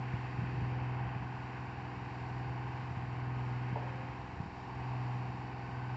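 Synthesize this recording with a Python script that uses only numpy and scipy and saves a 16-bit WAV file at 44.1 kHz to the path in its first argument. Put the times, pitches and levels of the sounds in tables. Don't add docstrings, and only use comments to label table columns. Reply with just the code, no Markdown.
import sys
import numpy as np
from scipy import signal
from scipy.fft import rfft, irfft
from scipy.io import wavfile
from scipy.ndimage import uniform_filter1d, map_coordinates

SR = 44100
rng = np.random.default_rng(int(sys.argv[2]) if len(sys.argv) > 2 else 0)


def unload_wav(signal):
    wavfile.write(
        sys.argv[1],
        SR,
        np.round(np.clip(np.atleast_2d(signal).T, -1, 1) * 32767).astype(np.int16),
    )


def boost_factor(decibels):
    exponent = np.asarray(decibels, float) / 20
    return 10 ** exponent


N = 262836
TIME = np.arange(N) / SR
GOVERNED_HZ = 20.723


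def level(x, db):
    return x * boost_factor(db) / np.sqrt(np.mean(x ** 2))


def walk(rate):
    knots = rng.standard_normal(int(N / SR * rate) + 4)
    coarse_at = np.arange(0, N + 64, 64)
    coarse = map_coordinates(knots, [coarse_at / SR * rate + 1], order=3)
    return np.interp(np.arange(N), np.arange(len(coarse)) * 64, coarse)


def coloured(x, spectrum):
    hz, db = np.transpose(spectrum)
    log_hz = np.log(np.arange(N // 2 + 1) * SR / N + 1)
    gain_db = np.interp(log_hz, np.log(hz), db, -150, -150)
    return irfft(rfft(x) * boost_factor(gain_db), N)


def ring(x, hz, width_hz):
    return signal.lfilter(*signal.iirpeak(hz, hz / width_hz, SR), x)


def clicks(s, size):
    out, at = np.zeros(N + 2), np.clip(s * SR, 0, N)
    np.add.at(out, at.astype(int), size * (1 - at % 1))
    np.add.at(out, at.astype(int) + 1, size * (at % 1))
    return out[:N]


def add(out, s, sound):
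    i = int(s * SR)
    out[i:i + len(sound)] += sound[:N - i]


# start in seconds, peak level in dB, swing frequency in Hz,
# direction of push as a sign.
THUMPS = [(0.137, -25.5, 131, 1), (0.387, -28, 124, 1), (.417, -31, 144, -1), (0.435, -32, 150, -1),
          (.461, -36, 150, 1), (0.546, -31, 125, 1), (.563, -36, 140, 1), (0.579, -27, 130, 1),
          (0.618, -27, 115, 1), (.639, -33, 150, 1), (1.01, -36, 130, -1), (1.034, -35, 130, -1),
          (1.074, -35, 130, 1), (1.161, -34, 138, 1), (1.222, -36, 141, -1), (2.472, -38, 125, 1),
          (2.908, -34, 140, 1), (2.97, -31, 137, 1), (3.03, -37, 138, 1), (3.055, -37, 131, 1),
          (3.145, -38, 140, 1), (3.727, -30, 146, 1), (4.401, -27, 135, 1), (4.433, -37, 142, -1),
          (4.459, -35, 150, -1)]


def buffeting():
    gust_s = .05
    gusts = sum(np.exp(-.5 * ((TIME - row[0]) / gust_s) ** 2) for row in THUMPS)
    breeze_db = -60 + 1.5 * walk(5.07)
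    return boost_factor(breeze_db + 2.5 * np.tanh(gusts))


# frequency in Hz, level in dB per Hz.
WIND = [(15, -13), (30, -20), (48, -23), (58, -7), (70, -0.5), (110, -4), (160, -5.5), (200, -10.5),
        (260, -16.5), (400, -41.5)]


def wind():
    lumps = boost_factor(2.5 * walk(30))
    out = level(coloured(lumps * rng.standard_normal(N), WIND), 6.6) * buffeting()
    for s, db, hz, push in THUMPS:
        cycles = TIME[:SR // 10] * hz
        envelope = 1.75 * (1 - np.exp(-cycles / .11)) * np.exp(-cycles / .68)
        add(out, s, np.sign(push) * boost_factor(db) * envelope * np.sin(2 * np.pi * cycles))
    return out


# start in seconds, peak level in dB.
CLANKS = [
    (3.7575, -22.5),
    (3.789, -33),
    (3.824, -31),
    (3.874, -36),
]
# frequency in Hz, level in dB, decay by 60 dB in seconds.
PLATE = [
    (440, -14, .1),
    (522, -33, 1.2),
    (585, -15, .12),
    (725, -25, .5),
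    (800, -2, .03),
    (870, 2, .03),
    (925, -12, .08),
]
# start in seconds, level in dB.
HUMS = [
    (.7, -55.5),
    (.88, -62),
    (3.83, -53),
    (3.94, -53.5),
]


def plate():
    out, tail, age = np.zeros(N), np.zeros(N), TIME[:SR]
    for s, db in CLANKS:
        for hz, mode_db, t60 in PLATE:
            detune = 1 + 0.004 * rng.standard_normal()
            swing = np.sin(2 * np.pi * hz * detune * age)
            decay = boost_factor(db + 3 + mode_db - 60 * age / t60)
            add(out, s, (1 - np.exp(-age / .007)) * decay * swing)
        add(tail, s, (1 - np.exp(-age / .025)) * boost_factor(db - 60 * age / 0.65))
    long_mode = np.sin(2 * np.pi * PLATE[1][0] * age)
    for s, db in HUMS:
        add(out, s, boost_factor(db) * age / 0.054 * np.exp(1 - age / 0.048) * long_mode)
    diffuse = ring(ring(tail * rng.standard_normal(N), 650, 600), 650, 900)
    return out + boost_factor(-11.5) * diffuse


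# middle in seconds, length in seconds,
# rise of the cycle in Hz.
SURGES = [
    (.1, .7, .03),
    (1.58, 1.2, .16),
    (2.2, .45, -.03),
    (2.72, .6, .165),
    (4.6, .65, .2),
]


def crank():
    hz = np.full(N, GOVERNED_HZ)
    for s, length, rise in SURGES:
        hz = hz + rise * np.cos(np.pi * np.clip((TIME - s) / length, -.5, .5)) ** 2
    return np.cumsum(hz) / SR


# time in seconds, level in dB rms.
LOAD = [(0, -39), (.35, -43), (.62, -37), (.98, -38), (1.3, -44), (1.75, -46), (2.1, -45.5), (2.45, -40),
        (2.92, -43.5), (3.35, -37.5), (3.72, -38.5), (4.05, -44.5), (4.5, -58.5), (4.9, -38), (5.12, -38),
        (5.52, -46.5), (5.96, -39)]


def load():
    return uniform_filter1d(np.interp(TIME, *np.transpose(LOAD)), SR // 8)


def heard(load_db, db, share, loss_db, wander_db):
    draw_off_s = 1.1
    swing_db = share * (load_db - np.mean(load_db))
    distance_db = loss_db * np.log(1 + TIME / draw_off_s)
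    return boost_factor(db + swing_db - distance_db + wander_db * walk(3.11))


def strokes(turns, place, db, scatter_db, jitter_s):
    late, strength = rng.standard_normal((int(turns[-1]) + 1, 2)).T
    s = np.interp(np.arange(len(late)) + place, turns, TIME) + jitter_s * late
    return clicks(s, boost_factor(db + scatter_db * strength))


# place in the cycle from 0 to 1, knock level in dB.
CYLINDERS = [
    (.115, 3),
    (.27, -3),
    (.46, 5),
    (.6, 3),
    (.76, -3),
    (.91, -2),
]


def firings(turns):
    return sum(strokes(turns, place, db, 0.86, 0) for place, db in CYLINDERS)


def roar(blows, spectrum, gate, flicker_db):
    puff_s = 0.0082
    puff = signal.lfilter([1], [1, -np.exp(-1 / (puff_s * SR))], blows)
    flow = 1 + gate * (puff / np.mean(puff) - 1)
    return coloured(flow * boost_factor(flicker_db * walk(11)) * rng.standard_normal(N), spectrum)


# frequency in Hz, level in dB per Hz.
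ROAR_HIGH = [(2000, -26.5), (3400, -7), (3690, 0.5), (3990, -1.5), (4690, 0), (5040, -4), (5760, -6),
             (6210, -14.5), (7240, -9.5), (7700, -13.5), (10000, -53.5), (16900, -120)]


def fan(blows, load_db):
    hiss = level(roar(blows, ROAR_HIGH, gate=0.19, flicker_db=0.26), 5.53)
    return heard(load_db, db=-74.5, share=0, loss_db=0.04, wander_db=0.9) * hiss


# middle in seconds, rise in dB.
SPOOLS = [
    (.58, 7),
    (1.8, 7),
    (2.449, 5.5),
    (3.9, 0),
    (4.83, 3.5),
    (5.6, 7),
]


def turbo(load_db):
    spool_s = 0.19
    rush = level(ring(ring(rng.standard_normal(N), 4600, 450), 4600, 600), -7.0)
    rise_db = sum(db * np.exp(-.5 * ((TIME - s) / spool_s) ** 2) for s, db in SPOOLS)
    return heard(load_db, db=-77, share=0.5, loss_db=-1.5, wander_db=-0.5) * rush * boost_factor(rise_db)


def clatter(turns, renew=.12):
    size = 2048
    fresh = rng.standard_normal((int(turns[-1]) + 22, size))
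    rounds = signal.lfilter([1], [1, renew - 1], fresh, axis=0)[20:].ravel()
    return map_coordinates(rounds, [turns * size], order=1)


# place in the cycle from 0 to 1, resonance in Hz, level in dB.
VALVES = [(.21, 1300, -4), (.36, 1540, 0), (.78, 1660, -1), (.8, 1950, -4), (.06, 2100, -5),
          (.63, 2300, -5), (.82, 2400, -4)]


def valves(turns):
    out = np.zeros(N)
    for place, hz, db in VALVES:
        ticks = strokes(turns, place, db, 3, .0001)
        out = out + ring(ring(ticks, hz, 220), hz, 300)
    return out


# frequency in Hz, level in dB per Hz.
ROAR_MID = [(780, -24.5), (1330, -6.5), (1470, -1.5), (1760, -1.5), (2120, -3.5), (2400, -5.5),
            (2600, -3.5), (2770, -7), (3140, -13.5), (3400, -21.5), (4420, -61.5), (7480, -120)]


def drum(turns, blows, load_db):
    rolling = level(roar(blows, ROAR_MID, gate=.13, flicker_db=.4), -1.2)
    linkages = level(coloured(clatter(turns), ROAR_MID), -6)
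    ticks = level(valves(turns), -10)
    return heard(load_db, db=-53.5, share=0.14, loss_db=0.85, wander_db=.5) * (rolling + linkages + ticks)


# place in the cycle from 0 to 1, frequency in Hz, level in dB.
PANELS = [(.9, 70, 0), (.1, 190, 0), (.55, 250, 0), (.0, 300, -1), (.25, 365, 0), (.7, 400, -1),
          (.95, 490, -2), (.6, 620, 0), (.13, 750, 1), (.8, 800, -3), (.93, 960, -2), (.5, 850, 3),
          (.64, 920, -1), (.44, 1020, 2), (.375, 1140, -1), (.8, 1180, -2)]


def starts(table, reach_hz=60):
    order = np.transpose(table)[0][:, None]
    place, hz, db = np.transpose(PANELS)
    near = boost_factor(db) * np.exp(-.5 * ((order * GOVERNED_HZ - hz) / reach_hz) ** 2)
    return np.angle(np.sum(near * np.exp(-2j * np.pi * order * place), axis=1))


def orders(turns, table, fade_db, drift):
    out = 0
    for (order, db), start in zip(table, starts(table)):
        strength = boost_factor(db + fade_db * walk(3.7))
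        out = out + strength * np.cos(2 * np.pi * order * turns + start + drift * walk(3))
    return np.sqrt(2) * out


# multiple of the cycle, level in dB rms.
GEARS = [(60, -71), (68, -72), (70, -75), (73, -69), (75, -74), (88, -76), (105, -77)]


def gears(turns):
    return orders(turns, GEARS, fade_db=4.0, drift=1.0)


# multiple of the cycle, level in dB rms.
CASING = [(30, -76.8), (31, -72.0), (32, -67.0), (33, -66.0), (34, -69.9), (35, -77.1), (36, -63.6),
          (37, -62.0), (38, -64.9), (39, -59.1), (40, -63.7), (41, -72.3), (42, -61.6), (43, -68.2),
          (44, -63.2), (45, -66.7), (46, -63.5), (47, -70.0), (48, -64.7), (49, -71.6), (50, -64.3),
          (51, -64.2), (52, -69.2), (53, -67.8), (54, -65.5), (55, -72.4), (56, -77.4), (57, -73.1),
          (58, -77.0), (59, -75.1)]
# frequency in Hz, level in dB per Hz.
ROAR_LOW = [(150, -12), (200, 0), (250, -3), (350, -3), (430, -6), (500, -5), (570, -15), (640, -8),
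            (730, 1), (880, 2), (1000, -1), (1150, -5), (1300, -10), (1450, -30)]


def block(turns, blows, load_db):
    knocks = boost_factor(.7 * walk(30)) * orders(turns, CASING, fade_db=1, drift=.3)
    gas = roar(blows, ROAR_LOW, gate=.2, flicker_db=.6)
    mixed = level(knocks, -1.5) + level(gas, -4)
    return heard(load_db, db=-48, share=0.1, loss_db=0.55, wander_db=0.86) * mixed


# multiple of the cycle, level in dB rms.
EXHAUST = [(3, -56.8), (4, -59.1), (5, -58.9), (6, -42.4), (7, -63.3), (8, -69.6), (9, -58.6), (10, -68.8),
           (11, -67.4), (12, -59.1), (13, -67.9), (14, -58.8), (15, -72.7), (16, -61.7), (17, -71.1),
           (18, -64.8), (19, -63.3), (20, -70.0), (21, -75.2), (22, -70.8), (23, -76.7), (24, -66.9),
           (25, -73.9), (26, -81.9), (27, -80.0), (28, -79.3), (29, -76.9)]


def exhaust(turns, load_db):
    boom = np.sqrt(2) * boost_factor(load_db) * np.cos(2 * np.pi * 6 * turns - np.pi + .3 * walk(5))
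    others = [row for row in EXHAUST if row[0] != 6]
    hum = orders(turns, others, fade_db=.7, drift=.25)
    return boom + heard(load_db, db=1.7, share=0.11, loss_db=0.9, wander_db=.8) * hum


def scene():
    load_db, turns = load(), crank()
    blows = firings(turns)
    surroundings = wind() + plate()
    machinery = fan(blows, load_db) + turbo(load_db) + gears(turns) + drum(turns, blows, load_db)
    engine = machinery + block(turns, blows, load_db) + exhaust(turns, load_db)
    return (surroundings + engine)[None]


def band_limit(x):
    return signal.sosfilt(signal.butter(12, 8400, fs=SR, output="sos"), x)


def record(dry):
    x = signal.sosfilt(signal.butter(4, 55, "high", fs=SR, output="sos"), dry)
    x = x + level(ring(rng.standard_normal(N), 17, 25), -75.0)
    x = signal.sosfilt(signal.butter(12, 7750, fs=SR, output="sos"), x)
    return band_limit(x)


dry = scene()
out = record(dry)
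unload_wav(out)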